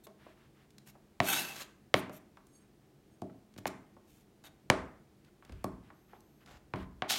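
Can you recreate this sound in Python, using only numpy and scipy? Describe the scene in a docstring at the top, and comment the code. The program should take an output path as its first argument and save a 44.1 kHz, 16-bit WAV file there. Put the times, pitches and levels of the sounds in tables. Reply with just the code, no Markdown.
"""Chopping soap on a wooden board

A large kitchen knife chops small blocks of soap on a board that lies on a table in a small room.
The blade breaks through with a crack and knocks the board into a woody ring. Tiny slips of the edge
rasp and make the steel ring as it scrapes the pieces across the board and slices them. Bits of soap
drop and hop, and the blade ticks and clicks, over soft sleeve brushes, handling bumps and room noise."""
import sys
import numpy as np
from scipy import signal
from scipy.fft import rfft, irfft, next_fast_len
from scipy.io import wavfile
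from scipy.ndimage import uniform_filter1d, map_coordinates

SR = 44100
rng = np.random.default_rng(int(sys.argv[2]) if len(sys.argv) > 2 else 0)


def dump_mix(stems):
    """Bounce the given channels to the path in sys.argv[1] as a 16-bit WAV at rate SR."""
    frames = np.atleast_2d(stems).T  # one column per channel
    limited = np.clip(frames, -1, 1)  # hard clip at full scale
    pcm = np.round(limited * 32767).astype(np.int16)
    wavfile.write(sys.argv[1], SR, pcm)


N = 316986
TIME = np.arange(N) / SR
HIT_SIZE = 4096   # FFT size of one contact, in samples
FADE_DB = 30   # depth of a gesture's attack and release


def from_db(db):
    """Decibels to gain."""
    return 10 ** (np.asarray(db) / 20)


def rms_one(x):
    """Scale to unit rms."""
    return x / np.sqrt(np.mean(x ** 2) + 1e-20)


def bins(size):
    """Frequencies of a spectrum, kept above zero."""
    return np.maximum(np.fft.rfftfreq(size, 1 / SR), 1)


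def at_hz(points, hz):
    """Read a curve on a log-frequency axis."""
    known, values = np.transpose(points)
    return np.interp(np.log(hz), np.log(known), values)


def coloured(x, spectrum):
    """Shape a steady sound with an EQ curve."""
    size = next_fast_len(len(x))
    return irfft(rfft(x, size) * from_db(at_hz(spectrum, bins(size))), size)[:len(x)]


def add(track, s, sound):
    """Mix a sound in at s seconds."""
    start = max(round(s * SR), 0)
    track[start:start + len(sound)] += sound[:max(N - start, 0)]


def swell(s, length_s):
    """A gate with soft ends."""
    gate = np.zeros(N)
    add(gate, s, signal.windows.tukey(max(int(length_s * SR), 8), .6))
    return gate


def push(s, level_db, attack_s, hold_s, release_s):
    """A gesture's envelope: it climbs FADE_DB in the attack, holds, and sinks FADE_DB per release time."""
    past_top = TIME - s - attack_s
    away = np.maximum(-past_top, 0) / attack_s + np.maximum(past_top - hold_s, 0) / release_s
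    return from_db(level_db - FADE_DB * np.minimum(away, 10)) * (TIME > s)


def wander(per_s):
    """A slow random drift of unit rms."""
    knots = rng.standard_normal(2000)
    return rms_one(np.interp(TIME * per_s, np.arange(len(knots)), knots))


def resonate(x, hz, width_hz):
    """One resonance with unity gain at its peak."""
    r = np.exp(-np.pi * width_hz / SR)
    poles = [1, -2 * r * np.cos(2 * np.pi * hz / SR), r * r]
    return signal.lfilter(np.array([1, 0, -1]) * (1 - r * r) / 2, poles, x)


def impact(level_db, lag_s, bend_hz):
    """A pulse of a given spectrum; bending waves carry its treble first and its bass last."""
    hz = bins(HIT_SIZE)
    cepstrum = irfft(np.log(from_db(level_db)))
    cepstrum[1:HIT_SIZE // 2] *= 2   # fold to minimum phase for a sharp onset
    cepstrum[HIT_SIZE // 2 + 1:] = 0
    dispersion = 2 * np.pi * lag_s * bend_hz * np.arctan(hz / bend_hz)
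    soft_top = np.cos(np.pi * hz / SR) ** .5
    pulse = irfft(np.exp(rfft(cepstrum) - 1j * dispersion) * soft_top)
    return np.roll(pulse, 6)[:HIT_SIZE // 2]


def scattered(pulse, share_db, decay_s):
    """The wave bounces between nearby edges for a few milliseconds, differently at every contact."""
    t = TIME[:HIT_SIZE // 4]
    echoes = rng.standard_normal(len(t)) * np.exp(-t / decay_s) * (1 - np.exp(-t / 0.0015))
    echoes *= from_db(share_db) / np.linalg.norm(echoes)
    echoes[0] = 1
    return signal.fftconvolve(pulse, echoes / np.linalg.norm(echoes))


def room_tone():
    """The low noise of still air, and a brief, faint high whine."""
    # Each row: frequency in Hz, relative level in dB.
    air_colour = [(15, -41.5), (25, -17), (49, -7.5), (114, -8.5), (145, 0), (166, -14.5), (200, -1),
                  (263, -10.5), (317, -5.5), (463, -13.5), (503, -18), (754, -18.5), (936, -24.5),
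                  (12900, -39.5), (16000, -39)]
    # Each row: frequency of a partial in Hz, level in dB.
    whine_partials = [(6340, -89.5), (12680, -82.5)]
    air = from_db(-63.5) * rms_one(coloured(rng.standard_normal(N), air_colour))
    whine = sum(from_db(db) * np.sqrt(2) * np.sin(2 * np.pi * hz * TIME) for hz, db in whine_partials)
    return air + whine * (TIME > 5.94) * (TIME < 6.44)


def room_reverb(x, build_s):
    """Dense reflections build up within milliseconds and die away octave by octave."""
    # Each row: frequency in Hz, reverb level in dB.
    reverb_colour = [(40, -3.5), (120, -3.5), (300, -2), (600, -7), (1100, -4), (2200, -8.5), (4500, -11),
                     (9000, -11.5), (15000, -18)]
    # Each row: frequency in Hz, seconds to fall 60 dB.
    decay_times = [(60, 0.75), (200, 0.79), (600, 0.39), (1500, 0.56), (4000, 0.31), (9000, 0.38),
                   (15000, .18)]
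    t, hz = TIME[:SR], bins(SR)
    white, tail = rfft(rng.standard_normal(SR)), 0
    for centre in np.geomspace(31.25, 16000, 10):
        octave = np.maximum(1 - np.abs(np.log2(hz / centre)), 0)
        band = irfft(white * octave * from_db(at_hz(reverb_colour, hz)), SR)
        decay = from_db(-60 * t / at_hz(decay_times, centre)) * (1 - np.exp(-(t / build_s) ** 2))
        tail = tail + band * decay / np.linalg.norm(decay)
    return signal.fftconvolve(x, tail)[:N]


def handling_rumble():
    """Soft low bumps as the table and the hand-held microphone are jostled."""
    # Each row: start in seconds, level in dB.
    jolts = [(4.66, -46.5), (5.44, -47), (5.65, -56), (6.455, -56.5), (6.735, -49), (6.87, -63.5)]
    # Each row: frequency in Hz, relative level in dB.
    rumble_colour = [(15, -30.5), (28, -14), (45, -1.5), (70, 0.5), (110, -10.5), (220, -26), (1000, -66.5)]
    shaking = sum(push(s, db, attack_s=.09, hold_s=0, release_s=.27) for s, db in jolts)
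    return shaking * rms_one(coloured(rng.standard_normal(N), rumble_colour))


def sleeve_brushes():
    """Hand and sleeve rub in soft swells of midrange noise."""
    # Each row: start in seconds, length in seconds, level in dB.
    brushes = [(0.163, 0.2, -65.5), (0.338, 0.16, -70), (0.53, 0.15, -71), (2.58, .1, -77),
               (5.235, .07, -71.5), (5.4, 0.29, -70), (5.814, 0.11, -70.5), (6.066, 0.13, -70),
               (6.397, 0.055, -68.5), (6.724, 0.14, -58)]
    # Each row: frequency in Hz, relative level in dB.
    cloth_colour = [(200, -29), (900, 5.5), (1600, 6.5), (3000, 1.5), (6000, -13.5), (15000, -20)]
    cloth = rms_one(coloured(rng.standard_normal(N), cloth_colour))
    return cloth * sum(from_db(db) * swell(s, length) for s, length, db in brushes)


def blade_singing():
    """A finger wiping the steel keeps a few narrow modes of the free blade alive."""
    # Each row: frequency in Hz, relative level in dB.
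    free_modes = [(4495, -18), (6519, -5), (7456, -15), (8484, -4), (9792, -10), (11203, -11)]
    # Each row: start in seconds, gain in dB.
    wipes = [(2.4, -83), (2.468, -64.5), (3.05, -80.5)]
    rub = rng.standard_normal(N)
    tones = sum(from_db(db) * rms_one(resonate(rub, hz, width_hz=22)) for hz, db in free_modes)
    return tones * sum(push(s, db, attack_s=.083, hold_s=0, release_s=.14) for s, db in wipes)


def taps(rows, skirt_db, lag_s, decay_s):
    """Small contacts: a broad hump of spectrum round each one's pitch, blurred by a short rattle."""
    track = np.zeros(N)
    for s, level_db, pitch_hz in rows:
        octaves = np.log2(bins(HIT_SIZE) / pitch_hz)
        pulse = impact(-skirt_db * np.hypot(octaves, 1), lag_s, bend_hz=1040)
        pulse /= np.abs(pulse).max()
        add(track, s, from_db(level_db) * scattered(pulse, share_db=2, decay_s=decay_s))
    return track


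def blade_ticks():
    """Bright ticks and sharp clicks of the blade as it touches, cracks the soap or catches on the board."""
    # Each row: start in seconds, level in dB, pitch in Hz.
    contacts = [(0.069, -41, 3000), (0.7055, -47.5, 3650), (0.7825, -38, 3640), (2.0954, -45, 3386),
                (2.3706, -51, 1700), (2.4684, -48, 7830), (3.218, -41.5, 5870), (3.5396, -48.5, 3000),
                (3.5787, -37, 3540), (3.6768, -24.5, 5950), (4.4395, -42, 3700), (5.2478, -51, 2983),
                (5.4497, -44.5, 3300), (5.5222, -44, 2500), (5.642, -29, 8000), (6.2057, -48, 7000),
                (6.461, -44.5, 2560), (6.5185, -49.5, 2900), (7.0994, -16, 3500)]
    return taps(contacts, skirt_db=10, lag_s=0.0011, decay_s=0.0018)


def soap_drops():
    """Each piece drops or tips over, hops once and lands again more softly."""
    # Each row: start in seconds, relative level in dB, pitch in Hz.
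    landings = [(0.067, -40, 610), (0.264, -43, 594), (0.952, -48, 720), (2.094, -33.5, 610),
                (2.371, -43, 973), (3.297, -48, 900), (3.966, -46, 641), (4.44, -47, 1000),
                (5.424, -45, 1050), (5.902, -43.5, 1010), (6.132, -39, 680)]
    hop_loss_db = 14.5
    hops = [(s + 0.033 * rng.uniform(0.95, 0.98), db - hop_loss_db, hz) for s, db, hz in landings]
    return from_db(-1.5) * taps(landings + hops, skirt_db=23, lag_s=0.0026, decay_s=0.0043)


def blade_ring(slips, shift_db, flex_s):
    """The contact travels along the edge, so modes swell and fade; flexing bends their pitch a little."""
    # Each row: frequency in Hz, bandwidth in Hz, relative level in dB.
    steel_modes = [(775, 36, 1), (1070, 44, -6), (1530, 87, -8), (1960, 39, -6), (2630, 34, 0),
                   (2940, 59, -3), (3290, 22, -10), (3520, 43, -9), (3730, 200, -6), (4190, 89, -11),
                   (4460, 86, -9), (5580, 84, -9), (6170, 65, -10), (6520, 33, -5), (6800, 37, -11),
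                   (7560, 100, -14), (8090, 55, -9), (8580, 50, -10), (9200, 96, -4), (9750, 27, -10),
                   (10400, 48, -8), (11200, 26, -12), (11500, 40, -3), (12700, 49, -2), (12900, 32, -2),
                   (14000, 74, -13), (14300, 100, -18), (15100, 81, -16)]
    ring = sum((-1) ** k * from_db(db + shift_db * wander(per_s=20)) * resonate(slips, hz, width)
               for k, (hz, width, db) in enumerate(steel_modes))
    flexed_time = TIME + flex_s * wander(per_s=15)
    return rms_one(map_coordinates(ring, [flexed_time * SR], order=3))


def tilted(x, db_per_octave):
    """Tip bass and treble against one another, each taken as two octaves from the middle."""
    bass = signal.sosfiltfilt(signal.butter(2, 1500, fs=SR, output="sos"), x)
    treble = signal.sosfiltfilt(signal.butter(2, 7000, "high", fs=SR, output="sos"), x)
    middle = x - bass - treble
    lift = from_db(2 * db_per_octave)
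    return (bass / lift + middle + treble * lift) / np.sqrt((1 + lift ** 2) / 2)


def blade_scrapes(slips_per_s, spread_db, judder_db):
    """Dense tiny slips of the edge rasp and excite the blade as it drags on wood or slices soap."""
    # Drags across the board. Each row: start in seconds, level in dB, attack, hold and release
    # in seconds, steel ring in dB, bite into the wood in dB.
    drags = [(1.202, -29.7, .085, .065, .22, 2.5, -20), (1.402, -46, .212, 0.0071, 0.039, -7, -14),
             (7.08, -32, .021, .018, .2, -2, 5)]
    # Short slides through soap. Each row: start and length in seconds, level in dB,
    # brightness in dB per octave, steel ring in dB.
    slices = [(0.033, .03, -56.5, 7, 0), (0.855, 0.061, -59, 1.5, -8), (1.937, .08, -49, 5, 1),
              (2.111, 0.083, -58.5, 2.5, -3), (3.575, 0.021, -55, 0, -12), (3.664, 0.018, -42.5, -.5, -7),
              (4.038, .22, -69, 3, -9), (4.434, .058, -59.5, -1, -8), (6.439, 0.16, -65, -4.5, -14)]
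    # Dry friction between the resonances. Each row: frequency in Hz, relative level in dB.
    friction_colour = [(30, -40), (70, -18.5), (140, 1.5), (300, -2.5), (480, -3), (1000, -1), (1500, -1),
                       (2800, -0.5), (5000, -6), (7000, -4), (9500, -11.5), (12500, -7.5), (16000, -14)]
    slips = (rng.random(N) < slips_per_s / SR) * rng.choice([-1, 1], N)
    slips = slips * from_db(spread_db * np.minimum(rng.exponential(1, N), 3))
    judder = rms_one(uniform_filter1d(rng.standard_normal(N), size=130))
    slips *= from_db(judder_db * judder)
    force, ring, bite = np.zeros((3, N))
    for *gesture, ring_db, bite_db in drags:
        stroke = push(*gesture)
        leading = stroke > force
        ring[leading], bite[leading] = from_db(ring_db), from_db(bite_db)
        force += stroke
    # hard pressure makes the steel ring brightly, a light drag is duller and mostly dry
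    pressure = np.maximum(force / force.max(), from_db(-2 * FADE_DB))
    brightest_tilt, dulling_per_db = .8, .05   # dB per octave
    tilt = brightest_tilt + dulling_per_db * 20 * np.log10(pressure)
    ring *= pressure ** .25
    # soap gripping the blade damps its ring
    for s, length, db, brightness, ring_db in slices:
        gate = swell(s, length)
        force += from_db(db) * gate
        tilt[gate > 0], ring[gate > 0], bite[gate > 0] = brightness, from_db(ring_db), 0
    steel = blade_ring(slips, shift_db=4.0, flex_s=.00005)
    wood = rms_one(resonate(slips, hz=3400, width_hz=2400))   # the bite gathers in one broad band
    friction = rms_one(coloured(slips, friction_colour))
    rasp = (friction + ring * steel + bite * wood) / np.sqrt(1 + ring ** 2 + bite ** 2)
    return force * tilted(rasp, tilt)


def board_ring(drive):
    """The modes of board and table ring on after each contact."""
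    # Each row: frequency in Hz, relative level in dB, seconds to fall 60 dB.
    wood_modes = [(60, -53.5, 0.54), (83.5, -46, 0.24), (115.5, -47, .3), (188.2, -44.5, .4),
                  (259.6, -42.5, 0.42), (284, -42, 0.27), (377.2, -40.5, 0.3), (517.2, -43, 0.071),
                  (609, -42.5, 0.2), (643.5, -46, 0.44), (740, -44, 0.071), (1068, -43.5, 0.23),
                  (2230, -45.5, 0.098)]
    t = TIME[:SR // 2]
    ring = sum((-1) ** k * from_db(db - 60 * t / t60) * np.sin(2 * np.pi * hz * t)
               for k, (hz, db, t60) in enumerate(wood_modes))
    onset = 1 - np.exp(-t / 0.0058)
    return signal.fftconvolve(drive, ring * onset)[:N] * from_db(-8)


def blow(level_db, tone_hz, tone_db):
    """One contact with the board, with the woody tone of the spot that is struck."""
    # The EQ all blows share. Each row: frequency in Hz, gain in dB.
    blow_colour = [(25, -33), (60, -7), (120, 3), (300, 2), (550, 2.5), (1100, 1.5), (1600, -1),
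                   (2300, 1.5), (3000, -1), (4400, 0.5), (7000, -3.5), (9500, -3.5), (13000, -10),
                   (16000, -22)]
    hz = bins(HIT_SIZE)
    tone = tone_db / np.hypot(1, 11 * (hz / tone_hz - tone_hz / hz))
    return impact(level_db + at_hz(blow_colour, hz) + tone, lag_s=0.0037, bend_hz=690)


def hand_thuds():
    """Hand and knife heel bump board and table: the direct sound, and the drive for board and room."""
    # Each row: start in seconds, strength in dB, woody tone in Hz.
    bumps = [(2.0949, -9, 628), (3.563, -8.5, 290.6), (3.583, -4.5, 99), (5.495, -4.5, 101),
             (5.524, -8, 77), (6.759, 1, 186), (6.805, -9, 61)]
    # A soft, dull contact. Each row: frequency in Hz, gain in dB.
    soft_colour = [(150, 0), (900, -16.5), (2200, -20.5), (9000, -36)]
    direct, drive = np.zeros((2, N))
    for s, strength_db, tone_hz in bumps:
        pulse = blow(strength_db + at_hz(soft_colour, bins(HIT_SIZE)), tone_hz, tone_db=10)
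        add(direct, s, scattered(pulse, share_db=-1, decay_s=0.0026))
        add(drive, s, pulse * from_db(-0.5))
    return direct, drive


def knife_chops():
    """The blade cracks the soap and knocks the wood: the direct sound, and the drive for board and room."""
    # Each row: start in seconds, strength in dB, contact cut-off in Hz (higher for a harder contact),
    # bass weight in dB, crack in dB, woody tone in Hz, its boost in dB.
    chops = [(1.2023, 8, 3100, 6, -17, 693, 12), (1.9413, 13.5, 3400, 2, -15, 570, 0.5),
             (3.2194, -4, 640, 10, -23, 698, 11), (3.6555, 2.5, 2150, 2.5, -26, 830, 5),
             (4.7004, 18.7, 1800, -5.5, -10, 520, 8), (5.643, -1.5, 1250, 13, -16, 1105, 6.5),
             (6.7372, -1.5, 2000, 12, -38, 1023, 9), (7.0213, 5.5, 2300, -10, -44, 757, 10),
             (7.106, -2.5, 6000, -18, -8, 665, 9)]
    weight_below_hz, crack_fade_hz, contact_slope = 340, 5500, 5.6
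    pinning = 0.2   # a hard blow pins the board: dB of ring lost per dB of strength
    direct, drive = np.zeros((2, N))
    hz = bins(HIT_SIZE)
    for s, strength_db, contact_hz, weight_db, crack_db, tone_hz, tone_db in chops:
        knock_power = 1 / (1 + (hz / contact_hz) ** contact_slope)
        crack_power = from_db(crack_db) ** 2 / (1 + (hz / crack_fade_hz) ** 2)
        contact_db = 10 * np.log10(knock_power + crack_power)
        bass_db = weight_db / (1 + (hz / weight_below_hz) ** 2)
        pulse = blow(strength_db + contact_db + bass_db, tone_hz, tone_db)
        add(direct, s, scattered(pulse, share_db=-2, decay_s=0.00098))
        add(drive, s, pulse * from_db(-0.5 - pinning * strength_db))
    return direct, drive


def scene():
    """Knife, soap and board close by, with the room round them, in mono."""
    chops, chop_drive = knife_chops()
    thuds, thud_drive = hand_thuds()
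    drops = soap_drops()
    ticks = blade_ticks()
    scrapes = blade_scrapes(slips_per_s=6000, spread_db=3.0, judder_db=2.0)
    drive = chop_drive + thud_drive + drops
    board = board_ring(drive + from_db(-4.5) * scrapes)
    near = chops + thuds + drops + ticks + scrapes + board + blade_singing() + sleeve_brushes()
    reverb = room_reverb(drive + ticks + from_db(-1.0) * scrapes, build_s=0.0036)
    return (near + reverb + handling_rumble() + room_tone())[None]


def record(dry):
    """A steep low-pass takes off the very top."""
    cutoff_hz = 15950
    return signal.sosfilt(signal.ellip(10, .1, 70, cutoff_hz, fs=SR, output="sos"), dry)


dry = scene()
out = record(dry)
dump_mix(out)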